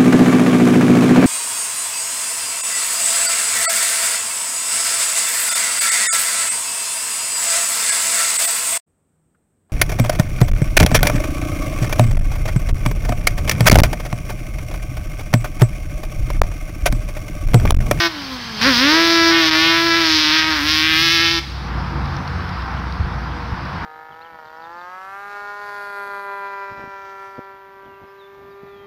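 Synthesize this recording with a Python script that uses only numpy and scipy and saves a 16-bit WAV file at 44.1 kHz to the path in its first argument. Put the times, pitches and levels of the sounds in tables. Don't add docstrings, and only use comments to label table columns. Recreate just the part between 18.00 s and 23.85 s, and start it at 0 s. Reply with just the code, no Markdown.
import sys
import numpy as np
from scipy import signal
from scipy.fft import rfft, irfft, next_fast_len
from scipy.io import wavfile
from scipy.ndimage import uniform_filter1d, minimum_filter1d, map_coordinates

SR = 44100
rng = np.random.default_rng(int(sys.argv[2]) if len(sys.argv) > 2 else 0)


def persist_wave(psi):
    counts = np.round(np.clip(psi, -1, 1) * 32767).astype(np.int16)
    wavfile.write(sys.argv[1], SR, np.atleast_2d(counts).T)


N = 257984


def amp(db):
    return 10 ** (np.asarray(db) / 20)


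def unit(x):
    return x / np.sqrt(np.mean(x ** 2) + 1e-20)


def seconds():
    return np.arange(N) / SR


def along(points, hz):
    f, value = np.transpose(points)
    return np.interp(np.log(hz + 1), np.log(f + 1), value)


def curves(rows):
    s, *columns = np.transpose(rows)
    return [np.interp(seconds(), s, column) for column in columns]


def wobble(rate):
    knots = rng.standard_normal(int(N * rate / SR) + 4)
    return map_coordinates(knots, [np.arange(N) * rate / SR])


def late(x, ms):
    return np.interp(np.arange(N) - ms * SR / 1000, np.arange(N), x)


def filtered(x, response):
    m = 2 * next_fast_len(N // 2 + SR // 4)
    return irfft(rfft(x, m) * response(np.fft.rfftfreq(m, 1 / SR)), m)[..., :N]


def coloured(spectrum):
    return lambda hz: amp(along(spectrum, hz))


def narrow(lines):
    def gain(hz):
        power = sum(amp(2 * db) / (1 + (2 * (hz - centre) / width) ** 2) ** 2 for centre, width, db in lines)
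        return np.sqrt(power)
    return gain


def causal(spectrum):
    def response(hz):
        cepstrum = irfft(np.log(amp(np.maximum(along(spectrum, hz), -70))))
        cepstrum[1:len(hz) - 1] *= 2
        cepstrum[len(hz):] = 0
        return np.exp(rfft(cepstrum))
    return response


def rush(gain, patchy_db):
    z = signal.stft(rng.standard_normal(N), nperseg=512)[2]
    field = uniform_filter1d(rng.standard_normal(z.shape), size=6, axis=0)
    field = uniform_filter1d(field, size=12, axis=1)
    patchy = signal.istft(z * amp(patchy_db * unit(field)), nperseg=512)[1][:N]
    return unit(filtered(patchy, gain))


def low_note(level_db):
    hz = 62 + 2.175 * wobble(7.6)
    level = amp(level_db + 0.87 * wobble(8.3))
    return np.sqrt(2) * level * np.sin(2 * np.pi * np.cumsum(hz) / SR)


# (time [s], drone level [dB], road level [dB], low note level [dB], grass hiss level [dB])
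BACKGROUND_LEVELS = [(0, -49, -39.5, -61, -34.5), (.56, -38.5, -34.5, -48, -33.5),
                     (.64, -36, -26, -56, -23), (.85, -37, -36, -55, -25), (1.8, -38, -42, -52, -28.5),
                     (2.9, -32.5, -42, -38, -27.5), (3.35, -34.5, -44.5, -40, -30.5),
                     (3.55, -31, -34, -27.5, -39), (3.75, -26.5, -28, -24.5, -42.5),
                     (4.2, -25, -28.5, -29, -42), (4.55, -31.5, -27.5, -31, -42.5),
                     (5.15, -28, -29.5, -28, -44), (5.85, -30, -27, -42, -44)]
# (frequency [Hz], level per Hz [dB])
RUMBLE_COLOUR = [(12, -60), (25, -42), (38, -23), (50, -26), (65, -7), (113, -12), (200, -16.5),
                 (350, -18.5), (420, -44), (900, -120)]
# (frequency [Hz], width [Hz], level [dB])
FAR_ENGINE_LINES = [(59.9, 4.1, -6), (86.1, 3.4, -4.5), (138.5, 2.9, -5), (177.5, 1.6, -9),
                    (482.6, 6.4, -24)]
# (frequency [Hz], level per Hz [dB])
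ROAD_COLOUR = [(180, 6), (300, -6), (388, -7), (472, -5.5), (585, -7.5), (757, 0), (1050, 2.5), (1550, -1),
               (2440, -12.5), (3500, -24.5), (4550, -37), (7700, -120)]
# (frequency [Hz], level per Hz [dB])
HISS_COLOUR = [(1200, -19), (2000, -9.5), (3200, -8.5), (5200, -8), (6250, -22.5), (7000, -32.5),
               (14300, -36.5), (16000, -40)]


def background():
    drone_db, road_db, note_db, hiss_db = curves(BACKGROUND_LEVELS)
    lines = rush(narrow(FAR_ENGINE_LINES), patchy_db=2)
    rumble = rush(coloured(RUMBLE_COLOUR), patchy_db=2.5)
    drone = unit(lines + amp(-4.5) * rumble)
    road = amp(0.62 * wobble(6.5)) * rush(coloured(ROAD_COLOUR), patchy_db=0.5)
    hiss = rush(coloured(HISS_COLOUR), patchy_db=1.7)
    return amp(drone_db) * drone + amp(road_db) * road + amp(hiss_db) * hiss + low_note(note_db)


# (time [s], level [dB], frequency [Hz])
TICKS = [(4.0568, -27, 2550), (4.166, -25.5, 3780), (4.2768, -24, 4650), (4.4913, -29, 4670),
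         (4.6215, -31, 4600), (4.7153, -37, 4650), (4.7976, -31, 2630), (4.9238, -28, 3860),
         (5.1259, -35, 2570), (5.5624, -35, 2740), (5.6532, -33, 2750)]
# (frequency [Hz], level [dB])
TICK_COLOUR = [(1000, -16), (2500, -4.5), (5500, 1), (7000, -31), (16000, -28)]


def ticks():
    out, t = np.zeros(N + SR), np.arange(SR // 10) / SR
    for s, db, hz in TICKS:
        tone = 0.44 * np.sin(2 * np.pi * hz * t)
        noise = 1.5 * rng.standard_normal(len(t))
        out[round(s * SR):][:len(t)] += amp(db - 60 * t / 0.018) * (tone + noise)
    return filtered(out[:N], causal(TICK_COLOUR))


# (time [s], level [dB], frequency [Hz], length [s])
WIND_BUMPS = [(4.997, -11, 82, 0.028), (5.034, -11, 56, 0.0245), (5.522, -10.5, 62.3, 0.015)]


def wind_bumps():
    out, t = np.zeros(N + SR), np.arange(SR // 10) / SR
    for s, db, hz, length in WIND_BUMPS:
        swell = np.sin(np.pi * np.clip(t / length, 0, 1))
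        out[round(s * SR):][:len(t)] += amp(db) * swell * np.sin(2 * np.pi * hz * t)
    return out[:N]


# (frequency [Hz], time to fall by 60 dB [s])
BUSH_DECAY = [(300, 0.68), (2000, 0.57), (6000, 0.65), (12000, 0.07)]


def bushes(x):
    hz, t, z = signal.stft(rng.standard_normal(SR // 2), SR, nperseg=256)
    decay = amp(-60 * t / along(BUSH_DECAY, hz)[:, None])
    tail = signal.istft(z * decay, SR, nperseg=256)[1]
    return signal.fftconvolve(x, tail / np.linalg.norm(tail))[:N]


# (time [s], level [dB])
CASING_LEVEL = [(0, -62), (.1, -46), (.4, -37.5), (.58, -34), (.66, -62), (1, -90)]
# (frequency [Hz], width [Hz], level [dB])
CASING_RINGS = [(1670, 69, -1), (2050, 55, -15), (3180, 80, -2), (4460, 110, -2), (6170, 41, -6)]


def casing():
    return amp(curves(CASING_LEVEL)[0]) * rush(narrow(CASING_RINGS), patchy_db=4.0)


# (opening time [s], shutting time [s])
THROTTLE = [(-1, 0.07), (0.61, 3.39)]
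OPEN_S, SHUT_S = 0.0034, 0.021


def throttle():
    t = seconds()
    wide = 0
    for opens, shuts in THROTTLE:
        wide = wide + np.clip((t - opens) / OPEN_S, 0, 1) * np.clip(1 - (t - shuts) / SHUT_S, 0, 1)
    since = np.min([np.where(t >= opens, t - opens, np.inf) for opens, _ in THROTTLE], axis=0)
    return wide, since


# (time [s], speed [turns per s])
CRANK_SPEED = [(0.0, 170.7), (0.07, 167.5), (0.18, 144.4), (0.26, 135.0), (0.58, 104.8), (0.63, 114.5),
               (0.68, 140.4), (0.735, 121.8), (0.76, 117.0), (0.78, 120.5), (0.85, 140.6), (0.92, 155.0),
               (0.96, 161.3), (1.04, 167.0), (1.4, 165.0), (1.45, 160.4), (1.53, 158.1), (1.68, 164.8),
               (1.975, 167.9), (2.145, 155.5), (2.29, 151.8), (2.36, 159.0), (2.445, 158.4), (2.53, 156),
               (2.615, 143.6), (2.655, 151.8), (2.82, 157), (2.94, 159.5), (3.04, 166), (3.435, 167.0)]
# (start [s], end [s], hops per second [1/s], depth [turns per s])
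WHEEL_HOPS = [(2.14, 2.3, 15.5, 1.5), (2.47, 2.57, 14, 1.5), (2.715, 2.96, 16.5, 1.2),
              (3.015, 3.21, 10.3, 2.4), (3.21, 3.4, 10.3, 1.4)]


def crank_turns():
    t = seconds()
    speed = curves(CRANK_SPEED)[0] + 0.5994 * wobble(16)
    for start, end, rate, depth in WHEEL_HOPS:
        speed += depth * ((t > start) & (t < end)) * np.sin(2 * np.pi * rate * (t - start))
    return np.cumsum(speed) / SR


# (time [s], body level [dB], bark level [dB], rasp level [dB],
# sizzle level [dB], treble level [dB], firing tone level [dB])
POWER_LEVELS = [(0.0, -28, -20, -27, -20.5, -36, -22), (0.07, -27, -21.5, -29, -21.5, -41, -22),
                (0.63, -28, -23.5, -27, -19.5, -41, -23), (0.67, -26, -13, -28, -18, -38, -17),
                (0.71, -30, -20, -27, -21.5, -38, -18), (0.76, -29, -26.5, -31, -18, -40, -25),
                (0.83, -27, -21, -22.5, -19.5, -39, -15.5), (0.93, -18.5, -16, -23, -15, -35, -14.5),
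                (1.09, -27, -19.5, -27, -18.5, -40, -18), (1.3, -23.5, -17.5, -37, -16.5, -39.5, -16),
                (1.35, -28.5, -21.5, -22, -23.5, -41, -19), (1.48, -27.5, -21.5, -21, -14, -37, -19),
                (1.51, -27, -24, -24, -20, -42, -22), (1.55, -26, -20, -23, -17.5, -40, -17.5),
                (1.67, -25, -20.5, -16.5, -19, -38, -20), (1.9, -28, -21, -35.5, -24, -42.5, -21),
                (1.99, -30, -21.5, -26, -23, -41, -21.5), (2.16, -28, -22.5, -22, -14, -37.5, -21.5),
                (2.21, -28, -25.5, -21, -16.5, -41.5, -21), (2.39, -29.5, -20.5, -21, -17.5, -42, -25),
                (2.45, -30.5, -24, -29, -28.5, -48, -27.5), (2.53, -29.5, -22, -33, -23.5, -45, -27),
                (2.64, -34.5, -25.5, -33, -30.5, -39, -27), (2.7, -34.5, -23.5, -24.5, -16.5, -38.5, -26),
                (2.93, -33.5, -21, -15.5, -22, -37.5, -26.5),
                (3.04, -35.5, -20, -18.5, -18.5, -35.5, -26.5), (3.24, -37, -20, -22, -21, -41, -26),
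                (3.37, -37.5, -27.5, -27.5, -24.5, -45, -27)]
COAST_LEVELS = [-45, -43.5, -52, -41, -55, -36.5, -47.5]
OCTAVE_DB, OCTAVE_FADE_DB_PER_S = -9, -4
OCTAVE_SWING = 1.02
TURBULENCE, SURGE, SURGE_S = 0.04, 0.45, 0.1


def levels():
    t, (wide, since) = seconds(), throttle()
    *bands, tone = curves(POWER_LEVELS)
    swing = tone - uniform_filter1d(tone, size=SR // 4)
    octave = tone + OCTAVE_DB + OCTAVE_FADE_DB_PER_S * t + OCTAVE_SWING * swing
    stopped = -25 * np.clip((t - THROTTLE[-1][1]) / SHUT_S, 0, 1)
    db = []
    for on, coast in zip([*bands, tone, octave], COAST_LEVELS):
        pulling = wide * (on + 1.1 * wobble(14) - coast)
        shut = (1 - wide) * (2 * wobble(17.7) + stopped)
        db.append(coast + pulling + shut)
    gas_share = TURBULENCE * amp(4.9 * wobble(12)) + SURGE * np.exp(-since / SURGE_S)
    return db[:5], db[5], db[6], gas_share


def firings(turns, jitter, scatter_db):
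    whole = np.arange(1, int(turns[-1]))
    chance = rng.standard_normal((len(whole), 2))
    early_late = np.interp(whole, turns, jitter * np.ones(N)) * chance[:, 0]
    at = np.interp(whole + early_late, turns, np.arange(N))
    taps = np.floor(at)[:, None] + np.arange(-8, 9)
    offset = taps - at[:, None]
    shape = np.sinc(offset) * np.cos(np.pi * offset / 18) ** 2
    size = amp(scatter_db * chance[:, 1])[:, None]
    return np.bincount(np.clip(taps, 0, N - 1).astype(int).ravel(), (shape * size).ravel(), N)


# (time [s], level [dB], unsteadiness [turns])
SECOND_PIPE = [(0, 1.5, .0015), (.62, 4, 0.0026), (1.0, -5, .0015), (1.4, 0.5, 0.0022), (1.5, -8, 0.0047),
               (1.65, 4.5, 0.0023), (1.95, -0.5, 0.0013), (2.1, -6.5, 0.0078), (2.55, -3.5, 0.015),
               (2.9, -13, 0.0094), (3.0, -4.5, 0.0011), (3.44, 0, 0.0013)]
# (time [s], lag [ms])
SECOND_LAG = [(0, 0.25), (.62, -0.019), (.84, -0.059), (1.07, -0.078), (1.3, -0.004), (1.335, 0.29),
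              (1.4, 0.15), (1.45, 0.48), (1.5, 0.042), (1.62, 0.35), (1.75, 0.11), (2.0, -0.072),
              (2.25, -0.17), (2.5, 0.0091), (2.63, 0.32), (2.92, 0.73), (2.98, 0.67), (3.14, 0.68),
              (3.44, .76)]
GROUND_DB, GROUND_MS = -19.5, 0.557


def cracks(turns, lag_ms):
    second_db, unsteady = curves(SECOND_PIPE)
    first = firings(turns, jitter=0.00039, scatter_db=1.13)
    second = firings(late(turns, lag_ms) + .5, jitter=np.abs(unsteady), scatter_db=1.74)
    second = amp(second_db) * second
    return [x + amp(GROUND_DB) * late(x, GROUND_MS) for x in (first, second)]


def gas_flow(turns, lag_ms):
    def after(behind):
        return np.exp(-((turns - behind) % 1) / 0.29)
    lag_turns = lag_ms * np.gradient(turns) * SR / 1000
    return (0.31 + after(0) + 0.36 * after(.5 + lag_turns)) * rng.standard_normal(N)


# (multiple of the crank speed [1], level against the bark [dB])
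ODD_ORDERS = [(1, -25), (3, -26), (5, -32.5)]


def firing_tones(turns, tone_db, octave_db, bark_db):
    phase = 2 * np.pi * turns
    tones = amp(tone_db) * np.sin(2 * phase + .3)
    tones += amp(octave_db + 1.2 * wobble(30)) * np.sin(4 * phase)
    for order, db in ODD_ORDERS:
        tones += amp(bark_db + db + 1.2 * wobble(6.6)) * np.sin(round(order) * phase)
    return np.sqrt(2) * tones


# (frequency [Hz], level per Hz [dB])
PIPE_COLOUR = [(200, -20), (450, -55), (700, -11), (1000, 0.5), (1400, 2.5), (2500, 4.5), (5200, 1.5),
               (6000, -7.5), (7300, -28), (14600, -19.5), (16000, -21)]
BAND_EDGES = [400, 1200, 2200, 3600, 7200, 17000]
MISFIRE_S, MISFIRE_LENGTH_S, MISFIRE_DB = 1.504, 0.005, -11.5


def engine():
    band_db, tone_db, octave_db, gas_share = levels()
    lag_ms, = curves(SECOND_LAG)
    turns = crank_turns()
    first, second = cracks(turns, lag_ms)
    gas = gas_flow(turns, lag_ms)
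    airy = [.2, .4, .8, 3.5, 14]
    second_band_db = [-2.5, 2.5, -5.0, -3.0, 9.0]
    out = np.zeros(N)
    for lo, hi, db, air, second_db in zip(BAND_EDGES, BAND_EDGES[1:], band_db, airy, second_band_db):
        def band(hz):
            split = 1 / (1 + (hz / hi) ** 8) - 1 / (1 + (hz / lo) ** 8)
            return 1j * amp(along(PIPE_COLOUR, hz)) * split
        parts = filtered([-first - amp(second_db) * second, gas], band)
        parts /= np.sqrt(np.abs(uniform_filter1d(parts ** 2, size=2400, axis=1)) + 1e-12)
        mix = np.clip(gas_share * air, 0, 1)
        out += amp(db) * (np.sqrt(1 - mix) * parts[0] + np.sqrt(mix) * parts[1])
    out *= amp(MISFIRE_DB * np.exp(-((seconds() - MISFIRE_S) / MISFIRE_LENGTH_S) ** 2))
    running = np.arange(N) < CRANK_SPEED[-1][0] * SR
    return running * (out + firing_tones(turns, tone_db, octave_db, band_db[1]))


def scene():
    quad = engine() + casing()
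    mono = quad + amp(-17.5) * bushes(quad) + background() + ticks() + wind_bumps()
    return np.array([mono, mono])


def record(dry):
    need = np.minimum(1, .97 / (np.abs(dry) + 1e-9))
    gain = uniform_filter1d(minimum_filter1d(need, size=61, axis=1), size=31, axis=1)
    return filtered(dry * gain, lambda hz: (hz < 15750) * hz ** 4 / (hz ** 4 + 33. ** 4))


dry = scene()
out = record(dry)
persist_wave(out)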